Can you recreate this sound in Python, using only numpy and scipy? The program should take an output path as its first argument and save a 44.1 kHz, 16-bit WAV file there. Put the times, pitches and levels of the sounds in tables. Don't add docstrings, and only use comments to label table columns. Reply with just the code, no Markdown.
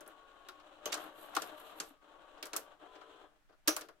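import sys
import numpy as np
from scipy import signal
from scipy.fft import rfft, irfft
from scipy.io import wavfile

SR = 44100
rng = np.random.default_rng(int(sys.argv[2]) if len(sys.argv) > 2 else 0)


def master(y):
    cut = np.clip(np.atleast_2d(y).T, -1, 1)
    pcm = np.round(cut * 32767)
    wavfile.write(sys.argv[1], SR, pcm.astype(np.int16))


N = 176400
TIME = np.arange(N) / SR


def from_db(db):
    return 10 ** (np.asarray(db) / 20)


def unit_rms(x):
    return x / np.sqrt(np.mean(x ** 2) + 1e-20)


def in_time(rows):
    return np.interp(TIME, *np.transpose(rows))


def at_hz(rows, hz):
    points, *columns = np.transpose(rows)
    return [np.interp(np.log(hz), np.log(points), column) for column in columns]


def drift(rate_hz):
    hz = np.fft.rfftfreq(N, 1 / SR)
    return unit_rms(irfft(rfft(rng.standard_normal(N)) / (1 + (hz / rate_hz) ** 2), N))


def gate(start_s, end_s, ramp_s=0.037):
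    return np.clip(np.minimum(TIME - start_s, end_s - TIME) / ramp_s + .5, 0, 1)


def pan(balance_db):
    gains = from_db(np.array([balance_db, -balance_db]) / 2).reshape(2, -1)
    return gains / np.sqrt(np.mean(gains ** 2, axis=0))


def noise(colour, stereo, resonances=(), band_hz=None):
    hz = np.fft.rfftfreq(N, 1 / SR) + 1
    db, = at_hz(colour, hz)
    for centre_hz, width_hz, lift_db in resonances:
        db = db + lift_db / (1 + (2 * (hz - centre_hz) / width_hz) ** 2)
    gain = from_db(db)
    if band_hz:
        gain = gain / np.sqrt((1 + (band_hz[0] / hz) ** 10) * (1 + (hz / band_hz[1]) ** 10))
    balance_db, correlation = at_hz(stereo, hz)
    mid, side = rfft(rng.standard_normal((2, N)))
    pair = np.sqrt(1 + correlation) * mid + np.sqrt(1 - correlation) * side * [[1], [-1]]
    return unit_rms(irfft(gain * pan(balance_db) * pair, N))


# frequency_hz, relative_db
ROOM_COLOUR = [(20, 6.5), (50, -6), (90, -15.5), (200, -14.5), (600, -33.5), (1500, -16), (4000, -27),
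               (8000, -31.5), (15000, -36.5)]
# frequency_hz, left_over_right_db, correlation
ROOM_STEREO = [(30, 0.21, 0.083), (200, 2, 0.66), (2000, 0, 0), (12200, 1.1, 0.08)]


def room_tone(level_db=-72):
    return from_db(level_db) * noise(ROOM_COLOUR, ROOM_STEREO)


# frequency_hz, left_over_right_db, correlation
DECK_STEREO = [(100, 10, 0.7), (300, 5.5, 0.77), (566, 5.5, 0.72), (1110, 10, 0.22), (1602, 12.5, 0.75),
               (1950, -6, 0), (3200, 3, 0.065), (6250, -3.5, 0), (8640, -1, 0.3), (12600, -7, 0)]


def partial(hz, phase, level_db, flutter_db=0.5, roughness_db=1.6):
    waver_db = flutter_db * drift(3) + roughness_db * drift(45)
    balance_db, _ = at_hz(DECK_STEREO, hz)
    return np.sqrt(2) * from_db(level_db + waver_db) * np.sin(phase) * pan(balance_db)


# time_s, turns_per_s
MOTOR_SPEED = [(0, 56.6), (.35, 55), (.58, 55), (.7, 54.8), (1.2, 54), (1.7, 56.7), (2.1, 52.7),
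               (2.35, 54.4), (2.75, 55), (2.9, 56), (3.25, 56.5)]
# [(multiple_of_speed, level_db)]
MOTOR_RUNS = [(0, 0.62, [(8, -78), (10, -78.5), (20, -64.5), (26, -72.5)]), (0.656, 0.872, [(10, -72.5),
              (11, -66), (21, -74.5)]), (1.06, 1.86, [(10, -71), (11, -66.5), (17, -71), (21, -64.5)]),
              (2.065, 2.748, [(10, -75), (11, -72.5), (17, -72), (21, -68.5), (27, -75.5)]),
              (2.803, 3.275, [(7, -71), (8, -68), (9, -77), (13, -72), (18, -68.5), (23, -71.5), (57, -81),
              (61, -80.5)])]


def motor(turns):
    mean_speed = np.mean(in_time(MOTOR_SPEED))
    out = np.zeros((2, N))
    for start_s, end_s, partials in MOTOR_RUNS:
        for multiple, level_db in partials:
            whine = partial(multiple * mean_speed, 2 * np.pi * multiple * turns, level_db)
            out += gate(start_s, end_s) * whine
    return out


# centre_hz, width_hz, lift_db
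CHASSIS = [(168.6, 16, 6), (308.3, 26, 11.5), (370.4, 17, 5.5), (452.4, 14.7, 9), (557, 33, 5.5),
           (607, 20, 12), (698, 110, 6), (784, 53, 3), (1100, 86, 4), (1240, 45, 2.5), (1393, 45, 4),
           (1565, 56, 2)]
# time_s, level_db
GEAR_LOAD = [(0, -60.5), (.16, -62.5), (.55, -61), (.8, -60.5), (.93, -47), (.98, -47), (1.08, -52),
             (1.14, -58.5), (1.3, -53.5), (1.4, -51.5), (1.53, -49.5), (1.57, -55.5), (1.76, -54.5),
             (1.88, -61.5), (1.96, -69), (2.005, -82), (2.025, -63), (2.38, -59.5), (2.48, -61),
             (2.66, -63.5), (2.72, -57.5), (2.79, -74.5), (2.822, -51), (2.88, -60.5), (3.02, -60.5),
             (3.2, -60.5), (3.245, -55.5), (3.29, -70.5), (3.45, -79.5), (3.64, -82), (3.69, -50.5),
             (3.9, -85.5), (4, -74)]
# frequency_hz, relative_db
GROWL_COLOUR = [(100, -37), (220, -12.5), (300, -3), (600, -3), (900, 1.5), (1150, -0.5), (1600, -2.5),
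                (2000, -10.5), (3000, -24.5), (6000, -44)]
# frequency_hz, relative_db
RASP_COLOUR = [(1200, -20), (2000, -8.5), (2550, -0.5), (3050, 4), (3400, 0.5), (4000, -2.5), (4800, -17.5),
               (7500, -14), (11000, -27.5), (16000, -29)]
# time_s, relative_db, throb_depth_db
RASP_LEVELS = [(.4, -8, 2), (1, -10, 1.5), (1.7, -8.5, -4.5), (2.2, -9.5, 2.5), (2.7, -9, -0.5),
               (2.85, -12.5, -3.5), (2.97, -5.5, 3), (3.19, -8, 0.5), (3.27, -12, 3)]


def gears(turns, teeth_per_turn=3.55, wobbles_per_turn=1.2, throb_hz=11):
    teeth = unit_rms(1 + 0.16 * np.cos(2 * np.pi * teeth_per_turn * turns + drift(28)))
    wobble_phase = 2 * np.pi * wobbles_per_turn * turns
    wobble_db = 0.67 * (np.sin(wobble_phase) + np.sin(wobble_phase / 2))
    time_s, rasp_db, depth_db = np.transpose(RASP_LEVELS)
    throb_db = np.interp(TIME, time_s, depth_db) * np.sin(2 * np.pi * throb_hz * TIME + drift(6))
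    growl = from_db(-0.5) * noise(GROWL_COLOUR, DECK_STEREO, CHASSIS)
    rasp = from_db(np.interp(TIME, time_s, rasp_db) + throb_db) * noise(RASP_COLOUR, DECK_STEREO)
    rattle_db = 1.5 * drift(37)
    return from_db(in_time(GEAR_LOAD) + wobble_db + rattle_db) * teeth * (growl + rasp)


# pitch_hz, level_db
DRUM_PARTIALS = [(297, -86), (598, -85), (1140, -78), (1233, -77.5)]


def head_drum(stop_s=3.3):
    hum = sum(partial(hz, 2 * np.pi * hz * TIME + 2.3 * drift(2.4), db) for hz, db in DRUM_PARTIALS)
    return gate(-1, stop_s) * hum


# start_s, thud_db, knock_db, clack_db, tick_db, sizzle_db, contact_s
BLOWS = [(.007, -52.5, -54.5, -68, -55.5, -58, .0005), (.063, -57.5, -54, -64.5, -69, -69, 0.00081),
         (0.077, -55.5, -53.5, -78, -65, -55, 0.00036), (.486, -62, -47.5, -50.5, -56, -55.5, .0007),
         (.596, -73, -65, -63, -76, -80, 0.0054), (0.8569, -45.5, -47, -42.5, -43, -45.5, 0.0001),
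         (.873, -48, -47, -47, -58, -56, 0.0009), (.919, -50.5, -37.5, -34.5, -36, -43.5, 0.01),
         (.94, -52, -43, -42, -35, -46, 0.0028), (0.972, -61, -43.5, -62, -56, -56, .0014),
         (1.034, -58, -49, -83, -79, -72, .003), (1.349, -59, -43.5, -41.5, -42, -44, .0032),
         (1.364, -40, -32, -35.5, -40, -44, 0.0021), (1.418, -47, -45, -44, -42, -46.5, 0.0029),
         (1.594, -70, -55, -74, -74, -57, 0.0057), (1.7997, -46, -41, -40, -34, -54, .0015),
         (2.015, -74, -63, -87, -91, -90, .001), (2.379, -63, -65, -66.5, -90, -85, 0.0015),
         (2.426, -48, -46.5, -40, -48, -45, 0.0013), (2.455, -62.5, -48, -55, -48.5, -49.5, 0.00095),
         (2.467, -61, -58, -65, -54.5, -53, .0007), (2.532, -46.5, -41, -41, -43, -50.5, 0.0011),
         (2.553, -47.5, -41, -54, -59, -64, 0.00082), (2.5636, -53.5, -45.5, -46, -37, -34, 0.00017),
         (2.5685, -51, -49, -44.5, -38, -39, 0.00026), (2.952, -55, -53, -59, -90, -85, 0.0034),
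         (3.01, -60.5, -51.5, -63.5, -93, -89.5, .004), (3.487, -61.5, -64, -75, -95, -96, 0.011),
         (3.516, -75, -67.5, -74.5, -93, -97, 0.014), (3.6749, -39.5, -32.5, -32.5, -29, -27.5, 0.0007),
         (3.679, -39.5, -33.5, -26.5, -26.5, -24, 0.0012), (3.765, -48, -37.5, -39.5, -39, -34, 0.00025),
         (3.81, -55, -69, -51, -49.5, -50, 0.0004), (3.8165, -52.5, -50, -51, -64, -66, 0.00055),
         (3.8857, -58.5, -52.5, -59.5, -68, -64.5, 0.00088)]
BLOW_EDGES_HZ = [170, 700, 2000, 5500, 10000, 17000]
# delay_s, t60_s, tail_relative_db, tail_t60_s
BLOW_DECAYS = [(0.0017, 0.21, -13.5, .5), (0.0016, 0.12, -10.5, 0.25), (0.000082, 0.069, -10, 0.22),
               (0.000041, 0.048, -15, 0.19), (.0001, 0.035, -11.5, 0.17)]
# frequency_hz, relative_db
BLOW_COLOUR = [(170, -8.5), (235, -20), (290, -4), (400, -2), (700, -4.5), (900, -2), (1400, 4.5),
               (1900, -5), (2500, -6), (4500, -7), (7000, -9.5), (10000, -15), (13500, -15.5),
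               (16000, -24.5)]


def lever_blows(trim_db=-1, crack_t60_s=.009, low_cut_hz=168):
    out = np.zeros((2, N))
    chatter = from_db(drift(120))
    for band, (delay_s, t60_s, tail_db, tail_t60_s) in enumerate(BLOW_DECAYS):
        direct_power, tail_power = np.zeros((2, N))
        for start_s, *levels_db, contact_s in BLOWS:
            first = int((start_s + delay_s) * SR)
            age = TIME[:min(SR, N - first)]
            span = slice(first, first + len(age))
            strength = from_db(levels_db[band] + trim_db) * np.minimum(age / (contact_s + delay_s), 1)
            crack_db = 9 - 20 * np.log10(1 + contact_s / 0.0001)
            since_contact = np.maximum(age - contact_s, 0)
            crack = from_db(crack_db - 60 * since_contact / crack_t60_s)
            body = from_db(-60 * since_contact / t60_s)
            tail = from_db(tail_db - 60 * since_contact / tail_t60_s)
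            direct_power[span] += (strength * (body + crack)) ** 2
            tail_power[span] += (strength * tail) ** 2
        envelope = np.sqrt(direct_power * chatter ** 2 + tail_power)
        out += envelope * noise(BLOW_COLOUR, DECK_STEREO, CHASSIS, BLOW_EDGES_HZ[band:band + 2])
    return signal.sosfilt(signal.butter(4, low_cut_hz, "high", fs=SR, output="sos"), out)


# pitch_hz, relative_db, t60_s
PEG = [(10960, 0, 0.016)]
DETENT = [(366, -1.5, .13), (1090, 0, 0.058), (1490, -3, 0.059), (3850, -3.5, .09)]
LEVER = [(457, 2.5, 0.096), (604, 2, 0.11), (1147, 1, 0.11), (3010, 1.5, 0.062), (6240, -2, 0.092),
         (6450, -9, .1), (13400, -9, 0.088)]
END_STOP = [(799, -3, 0.083), (1090, 12.5, 0.021), (1120, -4, 0.055), (1193, 2, 0.075)]
CATCH = [(4560, 2.7, 0.015)]
CASE = [(279.5, 0, 0.092), (316, -4, 0.079)]
SPRING_LATCH = [(299, -3, .09), (317, 0, 0.13), (1240, -3, .13), (1636, -1, 0.056), (5518, -4.5, .13),
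                (5630, -10, 0.13), (5850, -7, 0.13), (5849, -3.5, 0.14), (5995, -4.5, 0.2), (6100, -6, .14),
                (9630, -7, .035), (11040, -3.5, 0.13)]
# start_s, level_db, modes
PART_STRIKES = [(0.077, -48, PEG), (.488, -51.5, DETENT), (.859, -39, LEVER), (1.369, -30.5, END_STOP),
                (1.802, -37, CATCH), (1.906, -53, CASE), (2.428, -41, CATCH), (2.432, -50, CASE),
                (3.6803, -29.5, SPRING_LATCH)]


def ringing_parts(buzz_radians=0.96, buzz_db=3.5, buzz_rate_hz=340):
    out = np.zeros((2, N))
    for start_s, level_db, modes in PART_STRIKES:
        first = int(start_s * SR)
        age = TIME[:min(SR // 2, N - first)]
        for hz, mode_db, t60_s in modes:
            balance_db, correlation = at_hz(DECK_STEREO, hz)
            offset_cycles = rng.random() + (1 - correlation) * rng.random((2, 1)) / 2
            bend, swell = min(hz / 5000, 1) * drift(buzz_rate_hz)[:2 * len(age)].reshape(2, -1)
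            wave = np.sin(2 * np.pi * (hz * age + offset_cycles) + buzz_radians * bend)
            attack = np.minimum(age * hz / 2, 1)
            envelope = attack * from_db(level_db + mode_db + buzz_db * swell - 60 * age / t60_s)
            out[:, first:first + len(age)] += envelope * wave * pan(balance_db)
    return out


# middle_s, length_s, level_db
SLIDES = [(1.014, 0.12, -63), (1.223, 0.14, -63.5), (1.426, 0.15, -60.5), (1.64, 0.15, -64.5),
          (1.832, 0.13, -64)]
# frequency_hz, relative_db
SLIDE_COLOUR = [(2000, -1), (4000, 5), (5500, -12), (8000, 0.5), (10500, 2), (11800, 6.5), (12500, 12.5),
                (13400, 0.5), (16000, -20)]


def guides(waver_db=1.5, grain_db=2.5):
    swells = np.zeros(N)
    for middle_s, length_s, level_db in SLIDES:
        from_middle = np.abs(2 * (TIME - middle_s) / length_s)
        swells += from_db(level_db) * 0.5 ** (from_middle ** 3)
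    unevenness = from_db(-waver_db * drift(10) + grain_db * drift(200))
    return swells * unevenness * noise(SLIDE_COLOUR, DECK_STEREO)


def scene():
    speed = in_time(MOTOR_SPEED) * (1 + 0.0019 * drift(11.5))
    turns = np.cumsum(speed) / SR
    return (room_tone() + motor(turns) + gears(turns) + head_drum()
            + lever_blows() + ringing_parts() + guides())


def record(dry, cutoff_hz=15900):
    return signal.sosfilt(signal.ellip(10, .2, 80, cutoff_hz, fs=SR, output="sos"), dry)


dry = scene()
out = record(dry)
master(out)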